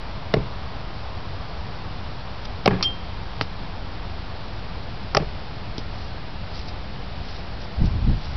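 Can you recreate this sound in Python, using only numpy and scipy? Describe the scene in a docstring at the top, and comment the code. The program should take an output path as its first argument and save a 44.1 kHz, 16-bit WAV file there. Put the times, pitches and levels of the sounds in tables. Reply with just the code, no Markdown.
"""In a wooded yard, three knives are thrown at a plywood target. Each cracks the wood and shakes the board.
The first sticks; the others bite, slap the board and drop, one clinking as it spins away. The thrower
crunches over dry leaves to fetch them. The trees hiss, something rumbles far off, and a gust buffets
the microphone of a camera that misses the highest sounds."""
import sys
import numpy as np
from scipy import signal
from scipy.fft import rfft, irfft, next_fast_len
from scipy.io import wavfile
from scipy.ndimage import uniform_filter1d

SR = 44100
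rng = np.random.default_rng(int(sys.argv[2]) if len(sys.argv) > 2 else 0)


def digitize_waveform(pressure):
    """Quantize a signal to 16-bit integers and store it at the path in sys.argv[1].

    Rows of a 2-D input are taken as channels; values are limited to [-1, 1].
    """
    field = np.atleast_2d(pressure).T
    bounded = np.clip(field, -1, 1)
    quanta = np.round(bounded * 32767).astype(np.int16)
    wavfile.write(sys.argv[1], SR, quanta)


N = 368676
TIME = np.arange(N) / SR

# Tones of the flexing board: (pitch [Hz], level [dB], fade [s]). A fade is the time to drop by 60 dB.
BOARD_TONES = [(39.8, -0.5, 0.67), (117.4, -7, 0.31), (146.8, 0.5, 0.31), (193, -11, 0.16),
               (350, -8.5, 0.14), (422, 3, 0.13), (652, -2.5, .12), (660, -14, 0.3)]
# Tones of the stand that holds it: (pitch [Hz], level [dB], fade [s])
STAND_TONES = [(184.6, 1, .36), (386, -3, 0.31), (804, -4, 0.22), (990, -20.5, .18), (1640, -23, 0.24),
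               (1696, -14.5, 0.19), (1980, -29, .25)]
# The bright noise of a sharp crack: (pitch [Hz], level [dB])
CRACK_COLOUR = [(500, -22.5), (1500, -20), (2600, 0), (3700, -5), (5050, 6), (5800, -4)]
# The noise of grit and dry leaves: (pitch [Hz], level [dB])
GRIT_COLOUR = [(800, -25.5), (2500, -10), (3800, -3.5), (5000, -0.5), (6000, -10)]


def knife_hits(even_bite_s=0.0018, stop_db_per_doubling=4.5):
    """The point cracks and pushes the wood; a second push as it stops rings the board and stand."""
    # Knife blows: (time [s], bite length [s], time to stop [s], crack [dB], splinter [dB],
    # splinter pitch [Hz], knock [dB], knock pitch [Hz], thump [dB], board [dB])
    hits = [(0.3384, 0.00098, 0.00454, -15, -12.5, 1890, -10, 527, -12, -24),
            (2.6577, 0.0026, 0.00389, -12.5, -13, 1100, -12, 720, -26.5, -25),
            (2.6760, .0008, .0018, -30, -8, 2190, -13, 1170, -7.5, -23.5),
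            (5.148, 0.00084, 0.0039, -12.5, -11.5, 1300, -15, 826, -26, -26),
            (5.1679, 0.0023, 0.00488, -9, -11.5, 1100, -11.5, 780, -22, -37.5)]
    # Tones of the whole board being shoved back: (pitch [Hz], level [dB], fade [s])
    thump_tones = [(109, -4, 0.045), (198, -1, 0.053), (425, 1.5, 0.026)]
    wood, cracks = 0, 0
    for s, bite, stop, crack_db, splinter_db, splinter_hz, knock_db, knock_hz, thump_db, board_db in hits:
        cracks += burst(s, crack_db, bite, fade_s=0.017)
        wood += burst(s, splinter_db, bite, fade_s=0.022) * even_noise(splinter_colour(splinter_hz))
        spot = struck_spot(knock_hz)
        stop_db = stop_db_per_doubling * np.log2(bite / even_bite_s)   # a longer bite stops harder
        wood += ring(spot, s, knock_db) + ring(spot, s + stop, knock_db + stop_db)
        wood += ring(thump_tones, s + 0.36 * stop, thump_db)   # the heavy board gives way a bit later
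        stand_db = 2 * thump_db - 10   # a harder shove rings the stand louder
        wood += ring(BOARD_TONES, s + stop, board_db) + ring(STAND_TONES, s + stop, stand_db)
    return wood + cracks * even_noise(CRACK_COLOUR)


def splinter_colour(hz, peak_db=7, width_octaves=0.08):
    """The colour of tearing wood, with a peak at a pitch set by the splinter's length."""
    # The noise of wood fibres tearing: (pitch [Hz], level [dB])
    tearing = [(200, -4.5), (600, -4.5), (1150, 2.5), (1650, -9), (2100, -4), (3000, -12.5), (4500, -19),
               (6000, -39)]
    tearing_hz, tearing_db = np.transpose(tearing)
    pitches = np.geomspace(150, 7000, num=60)
    peak = peak_db * np.exp(-.5 * (np.log2(pitches / hz) / width_octaves) ** 2)
    return np.c_[pitches, np.interp(np.log(pitches), np.log(tearing_hz), tearing_db) + peak]


def struck_spot(centre_hz, fall_db=9):
    """The spot that is hit favours tones near one pitch; those further away are weaker."""
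    # Tones of the wood around the knife point: (pitch [Hz], level [dB], fade [s])
    knock_tones = [(425.4, 4, 0.037), (572, 3.5, 0.027), (702, 3.5, 0.019), (799, -5, 0.045),
                   (1087, -3, .022), (1160, -8, 0.016)]
    return [(hz, db - fall_db * np.log2(hz / centre_hz) ** 2, fade) for hz, db, fade in knock_tones]


def rebounds(bounce_s=0.0218, rattle_hz=185, rattle_depth=0.28, buzz_hz=1700):
    """The swinging board bumps its stand twice and rattles against it, touching once per shake."""
    # The swing after each throw: (time [s], low chatter [dB], buzz [dB], stand [dB], rattle fade [s])
    swings = [(0.3638, -17, -55, -40, .12), (2.7083, -19, -25, -20, 0.41), (5.1978, -22, -32.5, -44, 0.051)]
    # The low chatter of board on stand: (pitch [Hz], level [dB])
    chatter_colour = [(60, -12), (130, 5.5), (230, -5), (400, -6), (620, -22.5), (900, -29), (1500, -35),
                      (4000, -49.5)]
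    chatter, buzz, tones = 0, 0, 0
    for start, chatter_db, buzz_db, stand_db, rattle_fade in swings:
        first_bump = (start, 0, 0, 0.09)
        softer_bump = (start + bounce_s, 7, 10.5, rattle_fade)
        for s, loss_db, buzz_loss_db, fade in first_bump, softer_bump:
            chatter += burst(s, chatter_db - loss_db, rise_s=0.0074, fade_s=fade)
            buzz += burst(s, buzz_db - buzz_loss_db, rise_s=0.0012, fade_s=fade)
            tones += ring(BOARD_TONES, s, chatter_db - loss_db - 17)   # the board flexes only a little
            tones += ring(STAND_TONES, s, stand_db - loss_db)
    buzz *= 1 + rattle_depth * np.sin(2 * np.pi * rattle_hz * TIME)
    return tones + chatter * even_noise(chatter_colour) + buzz * even_noise(splinter_colour(buzz_hz))


def landings(rise_s=0.00038, settle_s=0.00684, twig_hz=1950):
    """A falling knife scatters grit, snaps twigs and thuds on the soil, then settles more softly."""
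    # A dropped knife grazes or lands on the ground: (time [s], grit [dB], twigs [dB], thud [dB], fade [s])
    contacts = [(2.809, -44, -25, -51, 0.026), (3.4115, -15, -12.5, -16, 0.012),
                (5.7811, -19.5, -47, -19.5, 0.01)]
    # Tones of packed soil: (pitch [Hz], level [dB], fade [s])
    soil_tones = [(102.3, -1, .055), (266, -3, 0.022), (415, -3, 0.022)]
    grit, twigs, thud = 0, 0, 0
    for s, grit_db, twig_db, thud_db, fade in contacts:
        grit += burst(s, grit_db, rise_s, fade) + burst(s + settle_s, grit_db - 13.5, rise_s, 0.065)
        twigs += burst(s, twig_db, rise_s, fade)
        thud += ring(soil_tones, s, thud_db) + ring(soil_tones, s + settle_s, thud_db - 7)
    twig_colour = splinter_colour(twig_hz, peak_db=9.5)
    return grit * even_noise(GRIT_COLOUR) + twigs * even_noise(twig_colour) + thud


def spinning_blade(start_s=2.8269, clink_db=-11, bending_hz=3176, turns_per_s=7.3):
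    """Steel hits something hard and rings, swelling whenever its flat side turns to the microphone."""
    # Tones of the steel blade: (pitch [Hz], level [dB], fade [s])
    blade_tones = [(1226, -10, 0.037), (2590, -10.5, 0.03), (2790, -27, 0.29), (3530, -17.5, 0.12),
                   (4310, -4, 0.031), (5520, -10, 0.077), (5470, -16.5, 0.06)]
    touches = (start_s, clink_db), (start_s + 0.0041, clink_db - 15.5)
    ticks = sum(burst(s, db - 2, rise_s=0.00037, fade_s=0.052) for s, db in touches)
    loud_ring = burst(start_s, db=-16.5, rise_s=0.033, fade_s=0.21)
    faint_ring = burst(start_s, db=-44, rise_s=0.033, fade_s=2)
    angle = 2 * np.pi * turns_per_s * (TIME - start_s) - 0.1
    facing = 0.7 + 0.3 * np.sin(angle) ** 2
    bending_tone = facing * (loud_ring + faint_ring) * np.sin(2 * np.pi * bending_hz * TIME)
    return ticks * even_noise(CRACK_COLOUR) + ring(blade_tones, start_s, clink_db) + bending_tone


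def footsteps(crackle_spread_db=4):
    """Each step crushes leaves in a clump of tiny crackles."""
    # Shoes on dry leaves: (time [s], level [dB], half length [s])
    steps = [(2.455, -33.5, 0.0045), (6.013, -46.5, 0.077), (6.57, -42, 0.041), (6.685, -38.5, 0.016),
             (7.323, -42.5, 0.067), (7.627, -43, 0.021), (7.857, -41, 0.022), (8.26, -44, 0.08)]
    moments = TIME[::100]
    crackles = from_db(crackle_spread_db * np.interp(TIME, moments, rng.standard_normal(len(moments))))
    return swells(steps) * crackles / crackles.mean() * noise(GRIT_COLOUR)


def gust(swirl_hz=150, swirl_octaves=0.53, swirl_gain_db=10, swirl_growth=2.23):
    """Puffs of air buffet the microphone; the strongest shed small swirls that flutter higher."""
    # Puffs of wind: (peak time [s], level [dB], half length [s])
    puffs = [(7.835, -15, 0.036), (7.95, -21.5, 0.037), (8.089, -15, .045), (8.332, -28, 0.077)]
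    # The deep noise of air on the microphone: (pitch [Hz], level [dB])
    wind_colour = [(15, -9.5), (40, 2.5), (90, -1.5), (160, -11.5), (250, -24), (400, -35.5), (900, -59),
                   (3000, -91)]
    flow = swells(puffs)
    pitches = np.geomspace(10, 7000, num=60)
    swirl_db = -13 * np.hypot(1, np.log2(pitches / swirl_hz) / swirl_octaves)   # one rounded peak
    swirls = even_noise(np.c_[pitches, swirl_db], samples=1800)
    buffeting = flow * even_noise(wind_colour, samples=1800)
    return buffeting + from_db(swirl_gain_db) * flow ** swirl_growth * swirls


def yard_echo(sound, echo_db=-27, fade_s=0.19, dull_hz=3500):
    """Trunks and ground add a thin, dull spray of echoes."""
    age = TIME[:SR]
    echoes = rng.standard_normal(SR) * (rng.random(SR) < .02)
    echoes *= from_db(-60 * age / fade_s) * (age > .008)   # none returns in the first 8 ms
    echoes = signal.sosfilt(signal.butter(1, dull_hz, fs=SR, output="sos"), echoes)
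    return sound + from_db(echo_db) * signal.fftconvolve(sound, echoes / np.linalg.norm(echoes))[:N]


def outdoors(rumble_db=-34, hiss_db=-39.5):
    """Over a far rumble, the trees hiss steadily and a breeze sighs in their tops."""
    # Distant rumble: (pitch [Hz], level [dB])
    rumble_colour = [(10, -10.5), (22, -5.5), (40, 2.5), (60, -0.5), (95, -0.5), (140, -7.5), (185, -8),
                     (250, -16), (320, -24.5), (600, -51.5)]
    # Hissing trees: (pitch [Hz], level [dB])
    hiss_colour = [(150, -33.5), (250, 0), (342, -0.5), (374, -1.5), (426, 0.5), (582, -0.5), (699, 2),
                   (1030, -2.5), (1540, -5.5), (1930, -7.5), (2700, -9), (4430, -10), (5180, -13),
                   (5600, -20.5), (7280, -45), (12300, -120)]
    # Sighing treetops: (pitch [Hz], level [dB])
    sigh_colour = [(300, -31.5), (650, -8.5), (950, -1.5), (1200, -4.5), (2000, -26)]
    # The breeze dies down, then picks up a little: (time [s], level [dB])
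    breeze = [(0, -44.5), (3.8, -47.5), (6.9, -59), (8.36, -51.5)]
    breeze_db = np.interp(TIME, *np.transpose(breeze))
    steady = from_db(rumble_db) * noise(rumble_colour) + from_db(hiss_db) * noise(hiss_colour)
    return steady + from_db(breeze_db) * noise(sigh_colour)


def from_db(db):
    """Turn decibels into a number to multiply a sound by."""
    return 10 ** (np.asarray(db) / 20)


def noise(colour):
    """Noise of strength 1; its colour says how loud each pitch is compared with the others."""
    hz, db = np.transpose(colour)
    size = next_fast_len(N)
    pitches = np.maximum(np.fft.rfftfreq(size, 1 / SR), 1)
    gains = from_db(np.interp(np.log(pitches), np.log(hz), db))
    sound = irfft(rfft(rng.standard_normal(size)) * gains, size)[:N]
    return sound / sound.std()


def even_noise(colour, samples=160):
    """Noise whose loudness is evened out over short stretches."""
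    sound = noise(colour)
    return sound / np.sqrt(uniform_filter1d(sound * sound, size=samples) + 1e-9)


def burst(s, db, rise_s, fade_s):
    """A loudness curve that starts at time s, rises and dies away."""
    age = np.maximum(TIME - int(s * SR) / SR, 0)
    return np.minimum(age / rise_s, 1) * from_db(db - 60 * np.maximum(age - rise_s, 0) / fade_s)


def swells(rows):
    """A loudness curve with one smooth hump for each row."""
    return sum(from_db(db) * np.exp(-.5 * ((TIME - s) / half_length) ** 2) for s, db, half_length in rows)


def ring(tones, s, db):
    """Fading tones set off by one push at time s; neighbours start in opposite directions."""
    out, start = np.zeros(N), int(s * SR)
    age = TIME[:N - start]
    for k, (hz, tone_db, fade) in enumerate(tones):
        out[start:] += (-1) ** k * from_db(db + tone_db - 60 * age / fade) * np.sin(2 * np.pi * hz * age)
    return out


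def scene():
    """Everything in the yard, at one microphone."""
    throws = knife_hits() + rebounds() + landings() + spinning_blade()
    return (yard_echo(throws + footsteps()) + outdoors() + gust())[None]


def record(dry, band_hz=5873, offset=-0.0228, ceiling=0.725, cutoff_hz=16000):
    """The camera cuts the high treble, sits slightly off zero and flattens the loudest peaks."""
    treble_cut = signal.firwin(201, band_hz, window=("kaiser", 7), fs=SR)
    narrow = signal.fftconvolve(dry, treble_cut[None], mode="same")
    clipped = np.clip(narrow + offset, -ceiling, ceiling)
    return signal.sosfilt(signal.cheby2(12, 70, cutoff_hz, fs=SR, output="sos"), clipped)


dry = scene()
out = record(dry)
digitize_waveform(out)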